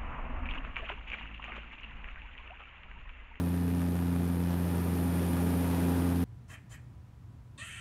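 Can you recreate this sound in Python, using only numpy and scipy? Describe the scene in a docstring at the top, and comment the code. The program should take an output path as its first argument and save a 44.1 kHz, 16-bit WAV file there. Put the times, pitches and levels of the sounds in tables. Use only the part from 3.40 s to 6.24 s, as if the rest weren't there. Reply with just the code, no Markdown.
"""A steady propeller drone fills the cabin of a small twin turboprop in flight: two three-bladed
propellers turn almost in step, as sums of sines at multiples of their shaft rates.
Blades of the near propeller slap the fuselage with suction spikes and puffs of noise. Shaped noise
makes the rush of air, which swells in steps and eases at the end. Gears sing faintly as wavering sines,
and the turbine whines and hisses high above as bands of noise with compressor tones."""
import sys
import numpy as np
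from scipy import signal
from scipy.fft import rfft, irfft, next_fast_len
from scipy.io import wavfile
from scipy.ndimage import map_coordinates

SR = 44100
rng = np.random.default_rng(int(sys.argv[2]) if len(sys.argv) > 2 else 0)


def persist_wave(psi):
    """Save psi, clipped to +-1, as 16-bit WAV."""
    counts = np.round(np.clip(psi, -1, 1) * 32767).astype(np.int16)
    wavfile.write(sys.argv[1], SR, np.atleast_2d(counts).T)


N = 125244

NEAR_SHAFT_HZ, FAR_SHAFT_HZ = 29.02, 28.98
BLADES = 3


def amp(db):
    """Logarithmic level: decibels to amplitude gain."""
    return 10 ** (np.asarray(db) / 20)


def unit(x):
    """Normalisation of power: scale to rms 1."""
    return x / np.sqrt(np.mean(x ** 2) + 1e-20)


def curves(rows):
    """Linear interpolation: one value per sample for each column after the time."""
    s, *columns = np.transpose(rows)
    t = np.arange(N) / SR
    return [np.interp(t, s, column) for column in columns]


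def wobble(rate):
    """Slow random modulation: a smooth curve through `rate` random knots a second."""
    knots = rng.standard_normal(1024)
    return map_coordinates(knots, [np.arange(N) * rate / SR], mode="wrap")


def filtered(x, response):
    """Linear filtering: the spectrum of x times a response of frequency."""
    m = next_fast_len(N + 8192)
    spectrum = rfft(x, m) * response(np.fft.rfftfreq(m, 1 / SR))
    return irfft(spectrum, m)[..., :N]


def noise(spectrum, gate=1, peaks=()):
    """Spectral shaping: gated white noise coloured by a level curve and resonances, at rms 1."""
    f, db = np.transpose(spectrum)

    def colour(hz):
        lift = sum(gain / (1 + (2 * (hz - centre) / width) ** 2) for centre, width, gain in peaks)
        return amp(np.interp(np.log(hz + 1), np.log(f), db) + lift)

    return unit(filtered(gate * rng.standard_normal(N), colour))


def sine(cycles):
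    """Simple harmonic motion: a sine of rms 1 from its phase in cycles."""
    return np.sqrt(2) * np.sin(2 * np.pi * cycles)


def shaft(hz, since_s):
    """Governed rotation: turns made since a given moment, with a slight random sway."""
    sway_turns = .001 * wobble(4)
    return hz * (np.arange(N) / SR - since_s) + sway_turns


# level of the third blade tone, added to its listed level: t/s, level/dB
THIRD_BLADE_TONE = [(0, -1.5), (.45, -1), (1, -2.8), (1.27, -6), (1.55, -1.7), (2.1, -.5), (2.4, 1),
                    (2.75, 2.7)]
OVERTONES_FROM_HZ, OVERTONES_FOLLOW = 300, .7  # other tones above this gain this share of the airflow's swell
FLUTTER_DB = 0.3576  # random unsteadiness at order 6, growing as order squared
WALL_HZ = 220  # wall resonance


def propeller(turns, orders, swell_db):
    """Periodic blade loading gives harmonics of blade passing; unequal blades add weak shaft orders."""
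    out = np.zeros(N)
    for order, db in orders:
        hz = order * NEAR_SHAFT_HZ
        if order == 3 * BLADES:
            rise_db = curves(THIRD_BLADE_TONE)[0]
        else:
            rise_db = OVERTONES_FOLLOW * (hz > OVERTONES_FROM_HZ) * swell_db
        flutter_db = FLUTTER_DB * (order / 6) ** 2 * wobble(9)
        # the wall's lag nears half a cycle above resonance, inverting the tone
        lag_cycles = np.arctan((hz / WALL_HZ) ** 4) / np.pi + 1 / 4
        out += amp(db + rise_db + flutter_db) * sine(order * turns - lag_cycles)
    return out


# tones of the near propeller: multiple of the shaft rate, level/dB
NEAR_PROPELLER_TONES = [(2, -68.5), (3, -32.5), (4, -53.5), (5, -52.5), (6, -58.5), (7, -83), (8, -63),
                        (9, -35), (10, -55.5), (12, -49), (15, -54)]
# tones of the far propeller: multiple of the shaft rate, level/dB
FAR_PROPELLER_TONES = [(3, -49.5), (6, -33.5), (15, -59)]


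def drone(near_turns, far_turns, swell_db):
    """Superposition: the tones of the two propellers add and beat slowly."""
    near = propeller(near_turns, NEAR_PROPELLER_TONES, swell_db)
    return near + propeller(far_turns, FAR_PROPELLER_TONES, swell_db)


# colour of the slap noise: f/Hz, relative level/dB
SLAP_COLOUR = [(150, -16), (400, 5.5), (900, -7), (1800, -11), (3200, -15.5), (5200, -21), (8000, -23.5),
               (15000, -42)]
SLAP_DB, SLAP_DECAY_S = -55.5, 0.00065
SLAP_SCATTER_DB, STRONG_BLADE_DB = 3, 4
SLAP_JITTER_S = .00016  # turbulence makes each slap early or late
SPIKE_DB, SPIKE_RISE_S, SPIKE_FALL_S, SPIKE_LOW_HZ = -33.5, .00005, 0.00034, 294


def wake_slaps(turns):
    """Impulsive loading: each blade gives a suction spike and a noise puff; one blade hits harder."""
    passes = BLADES * (turns + SLAP_JITTER_S * NEAR_SHAFT_HZ * wobble(90))
    index = np.floor(passes).astype(int)
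    age_s = passes % 1 / (BLADES * NEAR_SHAFT_HZ)
    scatter_db = SLAP_SCATTER_DB * np.clip(rng.standard_normal(512), -2, 1)[index]
    size = amp(scatter_db + STRONG_BLADE_DB * (index % BLADES == 0))
    spike = -size * (1 - np.exp(-age_s / SPIKE_RISE_S)) * np.exp(-age_s / SPIKE_FALL_S)
    highpass = signal.butter(2, SPIKE_LOW_HZ, "high", fs=SR, output="sos")
    spike = signal.sosfilt(highpass, spike)
    puff = noise(SLAP_COLOUR, size * np.exp(-age_s / SLAP_DECAY_S))
    return amp(SPIKE_DB) * spike + amp(SLAP_DB) * puff


# colour of the cabin rumble: f/Hz, relative level/dB
RUMBLE_COLOUR = [(15, -39), (48, -19.5), (75, -12), (130, -1), (210, 4), (300, 1), (420, -3.5), (600, -15),
                 (1200, -62), (4000, -100)]
# colour of the air rush: f/Hz, relative level/dB
RUSH_COLOUR = [(150, -31), (330, -0.5), (480, 1), (680, -1), (1050, -6.5), (1400, -7), (1800, -10.5),
               (2200, -13.5), (3000, -16.5), (4200, -20.5), (5200, -21.5), (6500, -24.5), (9000, -25),
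               (15000, -29)]
# cabin panel resonances that colour the rush: f/Hz, width/Hz, lift/dB
PANEL_RESONANCES = [(400, 28, 2.5), (827, 69, 6.5), (957, 45, 6), (1205, 60, 3.5), (1684, 28, 5),
                    (2470, 160, 5), (3440, 230, 2)]
RUMBLE_DB, RUSH_DB = -40, -44
RUMBLE_FOLLOWS, RUSH_FOLLOWS = 1.33, 1.63  # dB per dB of airflow


def slipstream(swell_db):
    """Turbulent boundary-layer pressure on the skin: a cabin rumble and a brighter rush."""
    rumble = amp(RUMBLE_DB + RUMBLE_FOLLOWS * swell_db) * noise(RUMBLE_COLOUR)
    rush_db = RUSH_DB + RUSH_FOLLOWS * swell_db + 0.61 * wobble(40.1)
    rush = amp(rush_db) * noise(RUSH_COLOUR, peaks=PANEL_RESONANCES)
    return rumble + rush


TONE_WANDER_HZ, TONE_FLUTTER_DB = 2.8, 4.5  # random pitch scale; limit of the level flutter


def tones(table):
    """Frequency and amplitude modulation: machine tones that waver slightly in pitch and level."""
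    out = np.zeros(N)
    for hz, db in table:
        flutter_db = TONE_FLUTTER_DB * np.tanh(wobble(12.3))
        cycles = np.cumsum(hz + TONE_WANDER_HZ * wobble(15)) / SR
        out += amp(db + flutter_db) * sine(cycles)
    return out


# steady tones of the gears: f/Hz, level/dB
GEAR_SINES = [(1798, -68), (2470, -74), (2921, -77.5)]


def gears():
    """Tonal radiation: the gears sing as a few faint sines."""
    return tones(GEAR_SINES)


# course of the turbine, before the offsets below: t/s, whine level/dB, hiss level/dB
TURBINE_COURSE = [(0, -63, -57.8), (.7, -64, -57.7), (1.05, -62.5, -56.8), (1.35, -60, -54.4),
                  (1.75, -55, -53.7), (2, -55.8, -52.6), (2.35, -57.5, -52.6), (2.6, -56, -53.2),
                  (2.84, -59.5, -55)]
# colour of the whine: f/Hz, relative level/dB
WHINE_COLOUR = [(8000, -32), (8950, -24), (9250, -4), (9480, 0), (9680, 3), (9950, -6), (10400, -17),
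                (11500, -43), (14000, -90)]
# colour of the exhaust hiss: f/Hz, relative level/dB
HISS_COLOUR = [(7000, -26), (9500, -9.5), (10500, -7.5), (11600, -2), (12600, 0.5), (13400, -3),
               (14300, -20), (15700, -38)]
# steady tones of the compressor: f/Hz, level/dB
COMPRESSOR_SINES = [(9453, -69.5), (9539, -71), (9685, -74)]
WHINE_DB, HISS_DB = 1, 0.5  # offsets
HISS_FLUTTER_DB, HISS_CHOP = 0.3, .1  # each passing blade chops the hiss by this share


def turbine(turns):
    """Narrow-band and broad-band noise: a whine holding compressor tones, and a blade-chopped hiss."""
    whine_db, hiss_db = curves(TURBINE_COURSE)
    whine = amp(WHINE_DB + whine_db + 0.65 * wobble(18)) * noise(WHINE_COLOUR)
    chop = 1 + HISS_CHOP * np.cos(2 * np.pi * BLADES * turns)
    hiss_gain = amp(HISS_DB + hiss_db + HISS_FLUTTER_DB * wobble(25.6))
    hiss = hiss_gain * chop * noise(HISS_COLOUR)
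    return whine + hiss + tones(COMPRESSOR_SINES)


# airflow along the fuselage, used as departures from its mean: t/s, level/dB
AIRFLOW_COURSE = [(0, -44), (.5, -44), (1, -44), (1.35, -42), (1.65, -41.5), (1.9, -41), (2.3, -40.5),
                  (2.6, -40.5), (2.84, -42.5)]
# the near governor hunts slightly: t/s, shaft rate offset f/Hz
GOVERNOR_HUNTING = [(1, 0), (1.3, .09), (1.6, 0), (1.95, -.07), (2.2, 0), (2.6, .08), (2.84, .04)]
STRONG_BLADE_S = .7972  # a nominal passing of the near propeller's strong blade
FAR_OPPOSED_S = 1.13  # when the far blades nominally fall just between the near ones


def scene():
    """Superposition of all sources, as heard at a window seat."""
    air_db, = curves(AIRFLOW_COURSE)
    swell_db = air_db - air_db.mean()
    hunting_turns = np.cumsum(curves(GOVERNOR_HUNTING)[0]) / SR
    near = shaft(NEAR_SHAFT_HZ, STRONG_BLADE_S) + hunting_turns
    # the near shaft's nominal angle at that moment, plus half a blade spacing
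    far_start_turns = NEAR_SHAFT_HZ * (FAR_OPPOSED_S - STRONG_BLADE_S) + .5 / BLADES
    far = shaft(FAR_SHAFT_HZ, FAR_OPPOSED_S) + far_start_turns
    propellers = drone(near, far, swell_db) + wake_slaps(near)
    return (propellers + slipstream(swell_db) + gears() + turbine(near))[None]


TOP_HZ = 15680


def record(dry):
    """Band limitation: nothing passes at or above the top frequency."""
    return filtered(dry, lambda hz: hz < TOP_HZ)


dry = scene()
out = record(dry)
persist_wave(out)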